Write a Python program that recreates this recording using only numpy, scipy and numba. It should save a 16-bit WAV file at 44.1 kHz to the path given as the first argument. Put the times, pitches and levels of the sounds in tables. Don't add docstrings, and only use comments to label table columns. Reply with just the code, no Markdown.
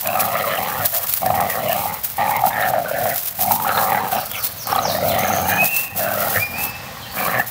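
import sys
import numpy as np
from scipy import signal
from scipy.fft import rfft, irfft
from scipy.io import wavfile
from scipy.ndimage import uniform_filter1d
from numba import njit

SR = 44100
rng = np.random.default_rng(int(sys.argv[2]) if len(sys.argv) > 2 else 0)


def level_to_linear(level):
    exponent = np.asarray(level, float) / 20
    return 10 ** exponent


def log_audio(samples):
    frames = np.atleast_2d(samples).T
    limited = np.clip(frames, -1, 1)
    pcm = np.round(limited * 32767).astype(np.int16)
    wavfile.write(sys.argv[1], SR, pcm)


N = 330750

# [f/Hz, level/dB per Hz]
TOWN_HUM = [(32, -30), (55, 0.5), (120, 3), (350, -15), (665, -5.5), (5120, -15.5), (12300, -28),
            (14900, -25)]
HUM_DB = -38.5
WHINE_HZ, WHINE_DB = 14359, -46

# [t/s, length/s, level/dB]
PAW_DRAGS = [(0, 0.059, -20.5), (0.09, 0.71, -24), (0.82, 0.38, -21), (1.218, 0.78, -26),
             (1.693, 0.17, -24.5), (2.003, 0.75, -28.5), (2.873, 0.13, -27), (3.012, 0.3, -20.5),
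             (3.365, 0.48, -22.5), (3.82, .17, -25), (4.04, 0.39, -25.5), (4.49, 0.56, -29.5),
             (4.685, 0.091, -24), (5.057, 0.045, -17.5), (5.098, 0.76, -24), (5.74, 0.087, -17),
             (5.86, .1, -35), (5.971, 0.069, -17), (6.027, 0.42, -24.5), (6.167, 0.067, -18.5),
             (6.263, 0.15, -19.5), (6.43, 0.24, -32.5), (6.556, 0.12, -28), (7.135, 0.29, -25),
             (7.206, 0.065, -20.5), (7.49, .03, -17.5)]
# [t/s, level/dB, half width/s]
PAW_DIGS = [(0.207, -11, 0.012), (.255, -17, .01), (.86, -10, 0.011), (.965, -11.5, 0.015),
            (1.1, -18, 0.039), (1.178, -17, 0.022), (1.36, -21, 0.013), (1.521, -19.5, 0.026),
            (1.845, -18, 0.019), (2.05, -16.5, 0.0099), (2.093, -22.5, 0.021), (2.3, -21.5, 0.022),
            (2.468, -16, 0.017), (2.61, -23.5, 0.011), (2.685, -21.5, 0.02), (2.82, -27.5, 0.027),
            (3.195, -21, 0.017), (3.285, -18, 0.01), (3.43, -13.5, 0.027), (3.534, -16, 0.036),
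            (3.835, -18.5, 0.047), (4.135, -19.5, 0.018), (4.454, -12.5, 0.019), (4.94, -20, 0.024),
            (5.195, -18, 0.0087), (5.5, -15.5, 0.014), (5.656, -12.5, 0.021), (5.775, -14, 0.012),
            (6.3, -15.5, 0.016), (6.635, -18.5, 0.037)]
# [t/s, peak level/dB]
LEAF_CRACKS = [(0.0726, 0.5), (0.8578, -2), (0.9475, -1), (1.1375, 4), (1.2615, -4), (1.41, -6),
               (1.499, -8), (1.6944, -11), (1.729, -1.5), (1.8387, -16), (2.0385, -12), (2.169, -12),
               (2.365, -5), (3.1595, -3), (3.519, 3), (3.8165, -17), (4.121, -13), (4.315, -4), (4.67, -5),
               (5.1866, -11), (5.633, -17), (5.644, 0), (5.9768, -14), (6.139, -4)]
DRAG_EDGE_S, LEAVES_REST_DB = 0.057, -39

# [t/s, effort level/dB, throat f/Hz, jaw opening level/dB]
NEAR_GROWLS = [
    [(.02, -46, 760, 3), (.06, -27, 720, -5.5), (.234, -23.5, 760, -6), (.51, -29.5, 640, 4.5),
     (.6, -26.5, 774, -4.5), (.71, -30, 850, 3), (.852, -27.5, 670, -3), (.875, -50, 690, -1)],
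    [(1.21, -29, 720, -13), (1.254, -20.5, 740, -16.5), (1.398, -20, 812, -12), (1.434, -18, 800, -13.5),
     (1.518, -34.5, 720, 6), (1.64, -21.5, 650, -8), (1.935, -29.5, 880, -5.5), (1.99, -46, 815, 9)],
    [(2.18, -18.5, 820, -9), (2.362, -24, 870, -5.5), (2.47, -19, 754, -30), (2.516, -27.5, 890, -9.5),
     (2.61, -22.5, 710, -4), (2.8, -19, 685, -16.5), (2.858, -30, 627, -2.5), (3.072, -19.5, 694, -9.5),
     (3.17, -34, 750, 0)],
]
# [t/s, effort level/dB, throat f/Hz, jaw opening level/dB]
LEAVING_GROWLS = [
    [(3.385, -26.5, 750, -19), (3.52, -16, 763, -34), (3.573, -25.5, 857, -23), (3.683, -23.5, 820, -2),
     (3.867, -22, 773, -1.5), (3.92, -19.5, 797, -6.5), (4.07, -24, 805, -6), (4.105, -32, 785, -6)],
    [(4.655, -40, 805, 2), (4.719, -30.5, 770, 3.5), (5.017, -24.5, 670, -5), (5.063, -20, 623, -11.5),
     (5.259, -24.5, 750, 0), (5.325, -22, 715, -3.5), (5.569, -23.5, 823, -8.5), (5.643, -21, 700, -8),
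     (5.675, -46, 740, -10)],
    [(5.95, -34, 745, -7), (6.02, -24, 680, -9.5), (6.218, -26.5, 670, 0.5), (6.265, -24.5, 784, -7),
     (6.38, -31, 746, 2.5), (6.45, -37.5, 670, -5)],
]
# [t/s, effort level/dB, throat f/Hz, jaw opening level/dB]
SHORT_GRUNTS = [
    [(.93, -30.5, 695, -4), (.976, -30, 725, -10.5), (1.06, -46, 726, 11.5)],
    [(4.112, -23, 755, -6), (4.17, -18, 790, -11.5), (4.25, -37, 760, 0)],
    [(6.49, -40, 725, -9), (6.6, -31.5, 800, -7), (6.7, -36, 770, -3)],
    [(7.135, -42, 760, 2.5), (7.2, -28.5, 730, 1.5), (7.304, -30.5, 760, 6.5), (7.4, -26, 755, -2),
     (7.45, -45, 740, 4)],
    [(4.26, -47, 760, 4), (4.38, -44.5, 780, 6), (4.5, -47, 700, 3), (4.645, -52.5, 646, -2)],
]
CHEST_DEPTHS = [-31.5, -32, -35, -32.5, -27, -32, -54, -35, -28.5, -26, -31]
# [t/s, mouth f/Hz, teeth f/Hz]
JAW_POSTURE = [(0.0, 1180, 1660), (.4, 1170, 1670), (.56, 1210, 1830), (1.3, 1150, 1730),
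               (1.42, 1200, 1870), (2.42, 1180, 1860), (2.64, 1350, 1710), (2.74, 1420, 1930),
               (2.86, 1450, 1600), (3.12, 1440, 2180), (3.43, 1110, 1840), (3.74, 1240, 1520),
               (4.34, 1250, 1790), (4.7, 1150, 1290), (5.16, 1280, 1920), (5.55, 1290, 1840),
               (6.08, 1270, 1630), (7.5, 1145, 1790)]
# [f/Hz, width/Hz, level/dB]
RASP_MODES = [(2390, 940, -12), (2980, 1900, -7.5), (3910, 410, -15.5)]
# [t/s, length/s, f/Hz, level/dB]
LIP_FLARES = [(0.093, 0.087, 2600, -38), (0.497, 0.096, 3070, -33), (0.505, 0.103, 1780, -31),
              (1.485, 0.05, 1900, -30), (1.47, .07, 1250, -29), (1.49, .05, 2300, -31),
              (.77, .05, 1400, -29), (2.53, .16, 1750, -33), (3.82, .09, 1330, -29),
              (1.255, .06, 1750, -33), (1.673, 0.075, 2840, -30.5), (2.5, 0.165, 1800, -34),
              (3.722, 0.069, 4200, -33.5), (3.95, 0.037, 1950, -24), (4.117, 0.11, 2620, -38),
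              (4.316, 0.07, 3070, -37), (3.47, 0.064, 2200, -37), (.28, 0.154, 2500, -38),
              (1.34, .12, 1100, -26), (4.304, 0.14, 1350, -39), (2.624, 0.026, 2100, -31),
              (2.5, 0.055, 2100, -38), (1.336, 0.092, 1850, -34), (1.34, 0.048, 2100, -34),
              (4.67, 0.032, 1230, -27), (5.3, 0.018, 1300, -19), (4.75, .05, 1230, -29),
              (3.65, 0.15, 1370, -24.5), (6.345, 0.043, 1770, -26), (2.85, 0.069, 1460, -27),
              (2.945, 0.028, 1750, -28), (1.69, 0.052, 1780, -30), (2.3, 0.09, 2080, -32.5),
              (5.24, 0.066, 1700, -26), (5.492, 0.09, 1705, -24), (6.06, 0.095, 1530, -33.5),
              (6.17, .12, 1350, -29), (6.17, .14, 1860, -33), (0.148, 0.11, 1300, -27.5),
              (.28, 0.16, 1290, -27.5), (4.71, .085, 1500, -43), (4.3, .085, 3300, -36),
              (4.33, .07, 2240, -35), (5.45, .2, 2900, -34.5), (7.174, 0.1, 2310, -29.5),
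              (7.344, 0.076, 1770, -23)]
# [t/s, peak level/dB, f/Hz]
FOLD_SNAPS = [(0.086, -14.5, 670), (0.241, -14, 780), (0.353, -12.5, 633), (0.438, -13, 1260),
              (0.776, -17, 870), (0.838, -17, 655), (1.216, -17, 666), (1.228, -10, 714), (1.3, -3.5, 694),
              (1.337, -9, 808), (1.398, -9, 800), (1.63, -14.5, 640), (1.652, -14.5, 693),
              (1.693, -9.5, 668), (1.854, -12, 757), (2.191, -8, 784), (2.201, -7, 757), (2.29, -9.5, 810),
              (2.39, -14, 794), (2.436, -4.5, 800), (2.733, -7, 790), (2.846, -14.5, 596),
              (2.91, -11.5, 586), (3.007, -17, 740), (3.053, -7.5, 720), (3.091, -17, 690),
              (3.386, -21, 760), (3.43, -15.5, 780), (3.449, -15.5, 830), (3.507, -5.5, 895),
              (3.596, -12.5, 875), (3.645, -14, 1110), (3.664, -9, 790), (3.769, -8, 840),
              (3.943, -10, 854), (3.97, -9.5, 753), (4.041, -12.5, 880), (4.125, -11.5, 725),
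              (4.669, -19.5, 784), (4.725, -5.5, 800), (4.757, -6.5, 794), (4.783, -7, 750),
              (4.85, -9, 820), (4.876, -10.5, 574), (4.895, -9.5, 670), (4.946, -10.5, 644),
              (4.982, -13, 770), (5.024, -12, 563), (5.132, -12, 635), (5.225, -13, 780), (5.279, -11, 674),
              (5.298, -9.5, 804), (5.482, -12, 810), (5.624, -8.5, 690), (5.991, -13.5, 720),
              (6.113, -12, 736), (6.173, -15, 566), (6.268, -13, 628), (6.354, -15, 570),
              (7.394, -9.5, 785)]
# [t/s, peak level/dB, f/Hz]
FURTHER_SNAPS = [(.402, -15, 666), (.584, -11.5, 734), (1.262, -10, 695), (1.42, -10, 796),
                 (2.449, -7, 764), (2.466, -7, 850), (2.808, -28, 710), (3.521, -13, 806), (4.16, -13, 760),
                 (4.716, -15, 1120), (4.726, -17, 1240), (4.748, -12, 1140), (4.759, -22, 1300),
                 (4.778, -11, 1200), (4.788, -13, 1280), (3.598, -25, 1250), (7.2, -20, 784),
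                 (7.26, -12, 1130), (5.053, -13, 600), (5.16, -10, 705), (5.25, -12.5, 770),
                 (.152, -11, 753), (.35, -12.5, 1250), (2.182, -13.5, 783), (2.219, -8, 780),
                 (2.253, -14, 780), (2.306, -12.5, 1000), (2.317, -12, 900), (7.394, -9.5, 1764)]
SNAP_TRIM_DB, SNAP_BLAST_DB = -1.5, -13
HUSH, HUSH_S = .45, .006
CHEST_PER_EFFORT, USUAL_EFFORT_DB, CHEST_REST_DB, CHEST_PURR_DB = 0.77, -20.5, -56.5, -47.5
PHARYNX_DB, PHARYNX_DB_PER_HZ, PHARYNX_PER_JAW, LOW_THROAT_HZ = -2.5, -0.0164, 0.78, 670
MOUTH_DB, MOUTH_PER_JAW, TEETH_DB, TEETH_PER_JAW = -2, 1.19, -6, 1

# [t/s, peak level/dB, f/Hz]
TAG_CLICKS = [(0.058, -17, 2470), (0.086, -11, 2550), (0.1, -14, 2600), (0.13, -16, 2660),
              (0.155, -16, 2600), (0.577, -11, 2800), (2.277, -13, 2340), (2.531, -21, 3600),
              (0.1957, -10, 2450), (1.7185, -12, 2600), (2.624, -17, 3700), (3.7763, -9, 3660),
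              (4.354, -11.5, 2670), (4.721, -11, 5460), (4.7521, -14, 3300), (4.7885, -9, 3980),
              (4.8559, -13, 5240), (6.0856, -16, 2570)]
# [t/s, peak level/dB]
PAW_THUDS = [(0.78, -27.5), (1.287, -26), (3.015, -31), (3.418, -31), (4.323, -40), (4.518, -37),
             (5.44, -35), (5.91, -35), (6.191, -36), (6.358, -24.5)]
GROUND_HZ = 102.8

# [t/s, length/s, from f/Hz, to f/Hz, level/dB]
BIRD_CHIRPS = [
    (4.14, .07, 6300, 4300, -39),
    (4.35, .1, 6500, 3600, -36),
    (4.58, .082, 6500, 4200, -35),
    (4.815, .105, 6600, 3600, -29),
    (5.08, .05, 4300, 2900, -31),
    (7.015, .045, 3500, 2800, -39),
]
# [from t/s, to t/s, f/Hz, level/dB]
FAR_TRILLS = [
    (5.2, 5.6, 6300, -52),
    (5.31, 5.63, 4350, -50),
    (6.18, 6.8, 5050, -52),
    (6.97, 7.3, 4200, -50),
]
# [t/s, peak level/dB, f/Hz]
NEAR_TRILL = [(5.1898, -20, 6030), (5.2073, -18, 6330), (5.2517, -16, 6440), (5.2831, -16, 6020),
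              (5.3126, -27, 6400), (5.329, -15, 6470), (5.3365, -15, 6160), (5.3709, -16.5, 6350),
              (5.4004, -35, 6100), (5.4004, -21, 6440), (5.4248, -33, 6300), (5.4468, -26, 6750),
              (5.4822, -24, 6200), (5.4912, -25, 6270), (5.5186, -22, 6400), (5.5366, -25, 6270),
              (5.5745, -20, 6250)]

# [t/s, f/Hz, level/dB]
RISING_SQUEAL = [(5.42, 2330, -46), (5.555, 2470, -29), (5.59, 2480, -14.5), (5.634, 2562, -15.5),
                 (5.67, 2656, -36), (5.702, 2706, -29), (5.765, 2680, -20), (5.84, 2720, -42),
                 (6.17, 2705, -49)]
# [t/s, f/Hz, level/dB]
SWOOPING_SQUEAL = [(6.345, 1800, -29), (6.372, 2080, -33), (6.392, 2300, -30), (6.425, 2405, -24),
                   (6.48, 2400, -35), (6.54, 2400, -32), (6.575, 2560, -36), (6.612, 2625, -31),
                   (6.9, 2610, -53)]

# [from t/s, to t/s, throb f/Hz, level/dB]
SOFT_PURR = (5.5, 7.15, 23, -39.5)
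# [f/Hz, width/Hz, level/dB]
SHUT_JAW_MODES = [(520, 90, -9), (800, 80, -4), (1080, 150, -6), (1860, 170, -5)]

YARD_T60_S, YARD_DAMP = 1.1, 0.05
TOP_HZ = 15650


def level(x, db):
    return x * level_to_linear(db) / np.sqrt(np.mean(x ** 2))


def curves(table):
    s, *columns = np.transpose(table)
    return [np.interp(np.arange(N) / SR, s, c) for c in columns]


def walk(rate):
    hold = int(SR / rate)
    steps = np.repeat(rng.standard_normal(N // hold + 1), hold)
    return 1.4 * uniform_filter1d(uniform_filter1d(steps, hold), hold)[:N]


def steady(x, span_s=0.1):
    return x / np.sqrt(uniform_filter1d(x ** 2, int(span_s * SR)) + 1e-12)


def gate(from_s, to_s, edge_s):
    t = np.arange(N) / SR
    return uniform_filter1d(1. * (t > from_s) * (t < to_s), int(edge_s * SR))


@njit
def svf(x, hz, width):
    y, b, l = np.empty(len(x)), 0., 0.
    for i in range(len(x)):
        g, k = np.tan(np.pi * hz[i] / SR), width / hz[i]
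        v = (b + g * (x[i] - l)) / (1 + g * (g + k))
        b, l, y[i] = 2 * v - b, l + 2 * g * v, k * v
    return y


def band(x, hz, width_hz, order=1):
    for _ in range(order):
        x = svf(x, hz + np.zeros(N), float(width_hz))
    return x


def rings(events, rise_s, overtone, order=1):
    out = np.zeros(N + SR)
    u = np.arange(int(10 * rise_s * SR)) / SR / rise_s
    swell = (u * np.exp(1 - u)) ** order
    for s, db, hz in events:
        turn = 2 * np.pi * hz * u * rise_s
        tone = np.sin(turn) + overtone * np.sin(1.527 * turn)
        out[int(s * SR):][:len(u)] += level_to_linear(db) * tone * swell
    return out[:N]


def hum():
    hz = np.fft.rfftfreq(N, 1 / SR) + 1
    table_hz, table_db = np.transpose(TOWN_HUM)
    colour = level_to_linear(np.interp(np.log(hz), np.log(table_hz), table_db))
    noise = level(irfft(rfft(rng.standard_normal(N)) * colour, N), HUM_DB)
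    whine = level_to_linear(WHINE_DB) * np.sin(2 * np.pi * WHINE_HZ * np.arange(N) / SR)
    return noise * level_to_linear(1.5 * walk(3)) + whine


def paws():
    t = np.arange(N) / SR
    power = sum(gate(s, s + length, DRAG_EDGE_S) * level_to_linear(2 * db) for s, length, db in PAW_DRAGS)
    power = power + sum(level_to_linear(2 * db) * np.exp(-((t - s) / half_s) ** 2) for s, db, half_s in PAW_DIGS)
    return np.sqrt(np.abs(power) + level_to_linear(2 * LEAVES_REST_DB))


def scrape():
    grain_db = 2.16 * rng.exponential(1, N // 8 + 1).repeat(8)[:N]
    patch_db = 1.8 * walk(60) + 2.0 * walk(250)
    grains = rng.standard_normal(N) * level_to_linear(grain_db + patch_db)
    cracks = np.zeros(N)
    for s, peak_db in LEAF_CRACKS:
        cracks[int(s * SR)] = level_to_linear(peak_db - 3.5)
    cracks = signal.lfilter([1], [1, -np.exp(-1 / (.002 * SR))], cracks) * rng.standard_normal(N)
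    bright = paws() * steady(grains, 0.093) + cracks
    crisp = 1.51 * band(bright, 14640, 4470) + 0.28 * band(bright, 12400, 12100, order=2)
    return crisp + 0.32 * band(bright, 6880, 15500) + 0.2 * band(bright, 1070, 2400)


@njit
def folds(hz, stretch, size):
    pulses, puffs, phase, k = np.zeros(len(hz)), np.empty(len(hz)), 0., 0
    for i in range(len(hz)):
        phase += hz[i] * stretch[k] / SR
        if phase >= 1:
            phase, k = phase - 1, k + 1
            pulses[i] = size[k]
        puffs[i] = size[k] * (1 - phase) ** 2
    return pulses, puffs


def larynx(hz):
    chance = rng.standard_normal((N // 100, 2)).T
    pulses, puffs = folds(hz * level_to_linear(.5 * walk(20)), level_to_linear(1.3 * chance[0]), level_to_linear(1.6 * chance[1]))
    flap = level_to_linear(1.2 * walk(32))
    air = flap * level((puffs + .4) * rng.standard_normal(N), 0)
    return flap * level(pulses, 0) + 1.15 * air, air


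def chest_ring(voice, fold_hz):
    ribs = level(band(voice, fold_hz, 35, order=2), -5.0)
    ribs = ribs - level(band(voice, 181.7, 116, order=2), 0.34)
    return steady(ribs + level(band(voice, 356, 77), -8.5))


def snap_hush():
    t = np.arange(N) / SR
    return np.prod([1 - HUSH * np.exp(-((t - s) / HUSH_S) ** 2) for s, _, _ in FOLD_SNAPS], axis=0)


def growls():
    bursts = NEAR_GROWLS + LEAVING_GROWLS + SHORT_GRUNTS
    effort_db, throat_hz, jaw_db = curves(np.vstack(sorted(bursts, key=lambda burst: burst[0][0])))
    mouth_hz, teeth_hz = curves(JAW_POSTURE)
    gates = [gate(burst[0][0], burst[-1][0], .009) for burst in bursts]
    pharynx_db = PHARYNX_DB + PHARYNX_DB_PER_HZ * (throat_hz - LOW_THROAT_HZ) + PHARYNX_PER_JAW * jaw_db
    mouth_db = MOUTH_DB + MOUTH_PER_JAW * jaw_db
    teeth_db = TEETH_DB + TEETH_PER_JAW * jaw_db

    fold_hz = 105 * level_to_linear(.7 * walk(4))
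    voice, air = larynx(fold_hz)
    breathy = .7 * voice + .9 * air
    throat = band(voice, throat_hz * (1 + .03 * walk(25)), 140, order=2)
    pharynx = band(voice, 540 * (1 + 0.048 * walk(10)), 146, order=2)
    mouth = band(voice, mouth_hz * (1 + .05 * walk(25)), 310, order=2)
    teeth = band(breathy, teeth_hz * (1 + 0.082 * walk(15)), 370, order=2)
    teeth = steady(teeth, 0.093) * level_to_linear(2.2 * walk(30))
    rasp = sum(level_to_linear(db + 2.5 * walk(25)) * level(band(breathy, hz, width, order=2), 0)
               for hz, width, db in RASP_MODES)
    front = teeth - rasp
    head = steady(throat, 0.024) - level_to_linear(pharynx_db) * steady(pharynx)
    head = head - level_to_linear(mouth_db) * steady(mouth, 0.051) + level_to_linear(teeth_db) * front
    flares = sum(gate(s, s + length, 0.012) * level(band(breathy + .5 * voice, hz, 240, order=2), db)
                 for s, length, hz, db in LIP_FLARES)

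    depth = sum(g * level_to_linear(db) for g, db in zip(gates, CHEST_DEPTHS))
    depth = depth * level_to_linear(CHEST_PER_EFFORT * (effort_db - USUAL_EFFORT_DB)) + level_to_linear(CHEST_REST_DB)
    depth = depth + level_to_linear(CHEST_PURR_DB) * gate(SOFT_PURR[0], SOFT_PURR[1], .04)

    snaps = level_to_linear(SNAP_TRIM_DB) * rings(FOLD_SNAPS + FURTHER_SNAPS, .0046, .2, order=4)
    blast = uniform_filter1d(np.abs(snaps), SR // 250) * level_to_linear(SNAP_BLAST_DB) * (steady(mouth) + 0.39 * front)
    clumps = snap_hush() * level_to_linear(walk(45))
    voiced = clumps * (sum(gates) * level_to_linear(effort_db) * head + flares)
    return voiced + snaps + blast + depth * chest_ring(voice, fold_hz)


def clicks():
    return .5 * rings(TAG_CLICKS, .0012, .05)


def thuds():
    return rings([(s, db, GROUND_HZ) for s, db in PAW_THUDS], 0.021, 0.41)


def birds():
    song, waver = np.zeros(N), walk(300)
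    for s, length, from_hz, to_hz, db in BIRD_CHIRPS:
        u = np.linspace(0, 1, int(length * SR))
        start = int(s * SR)
        hz = to_hz + (from_hz - to_hz) * np.clip(1 - 1.06 * u, 0, 1) + 90 * waver[start:][:len(u)]
        tone = np.sin(2 * np.pi * np.cumsum(hz) / SR)
        song[start:][:len(u)] += level_to_linear(db) * np.sin(np.pi * u) ** 0.18 * tone
    for from_s, to_s, hz, db in FAR_TRILLS:
        trill = band(rng.standard_normal(N), hz * (1 + .03 * walk(40)), 550, order=2)
        song += gate(from_s, to_s, .06) * level_to_linear(db - 2 + 6 * walk(90)) * steady(trill)
    ticks = level_to_linear(-3.0) * rings(NEAR_TRILL, 0.00083, 0)
    leaves = rng.standard_normal(SR // 4) * np.exp(-np.arange(SR // 4) / (.05 * SR))
    smear = signal.fftconvolve(song + .4 * ticks, leaves)[:N]
    return .6 * song + ticks + level_to_linear(-27) * smear


def squeal(table, octave_db):
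    hz, db = curves(table)
    phase = 2 * np.pi * np.cumsum(hz * (1 + .007 * walk(110))) / SR
    tone = np.sin(phase) + level_to_linear(octave_db) * np.sin(2 * phase + 1.5 * walk(150))
    beating = level_to_linear(db + 3 + 2.5 * walk(40) + 2.5 * walk(130))
    return gate(table[0][0], table[-1][0], .03) * beating * tone


def purr():
    from_s, to_s, throb_hz, db = SOFT_PURR
    voice, _ = larynx(np.full(N, 104.))
    throb = 1 + .45 * np.sin(2 * np.pi * throb_hz * np.arange(N) / SR + 1.2 * walk(6))
    head = sum((-1) ** k * level_to_linear(mode_db) * level(band(voice, hz, width, order=2), 0)
               for k, (hz, width, mode_db) in enumerate(SHUT_JAW_MODES))
    return gate(from_s, to_s, 0.029) * throb * level_to_linear(db) * steady(head)


@njit
def walls(x, lags, gain, damp):
    line, soft, out = np.zeros((8, 8192)), np.zeros(8), np.zeros(len(x))
    for i in range(len(x)):
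        total = 0.
        for k in range(8):
            soft[k] += (1 - damp) * (gain[k] * line[k, (i - lags[k]) & 8191] - soft[k])
            total += soft[k]
        for k in range(8):
            line[k, i & 8191] = x[i] + soft[k] - total / 4
        out[i] = soft[0] - soft[3] + soft[5] - soft[6]
    return out


def scene():
    ground = hum() + scrape() + thuds()
    near = growls() + clicks()
    chirps = birds()
    cries = squeal(RISING_SQUEAL, -32) + squeal(SWOOPING_SQUEAL, -24)
    lags = rng.integers(500, 3000, 8)
    feed = level_to_linear(-25) * near + level_to_linear(-18) * (cries + 2.2 * chirps)
    yard = walls(feed, lags, level_to_linear(-60 * lags / SR / YARD_T60_S), YARD_DAMP)
    return (ground + near + chirps + cries + purr() + yard)[None]


def band_limit(x):
    return signal.sosfilt(signal.butter(12, 16620, fs=SR, output="sos"), x)


def record(dry):
    x = dry[0] - .6 * band(dry[0], 355, 110)
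    x = signal.sosfilt(signal.butter(2, 40, "high", fs=SR, output="sos"), x)
    x = np.tanh(.8 * x) / .8
    x = signal.sosfilt(signal.ellip(10, .2, 60, TOP_HZ, fs=SR, output="sos"), x)
    return band_limit(x[None])


dry = scene()
out = record(dry)
log_audio(out)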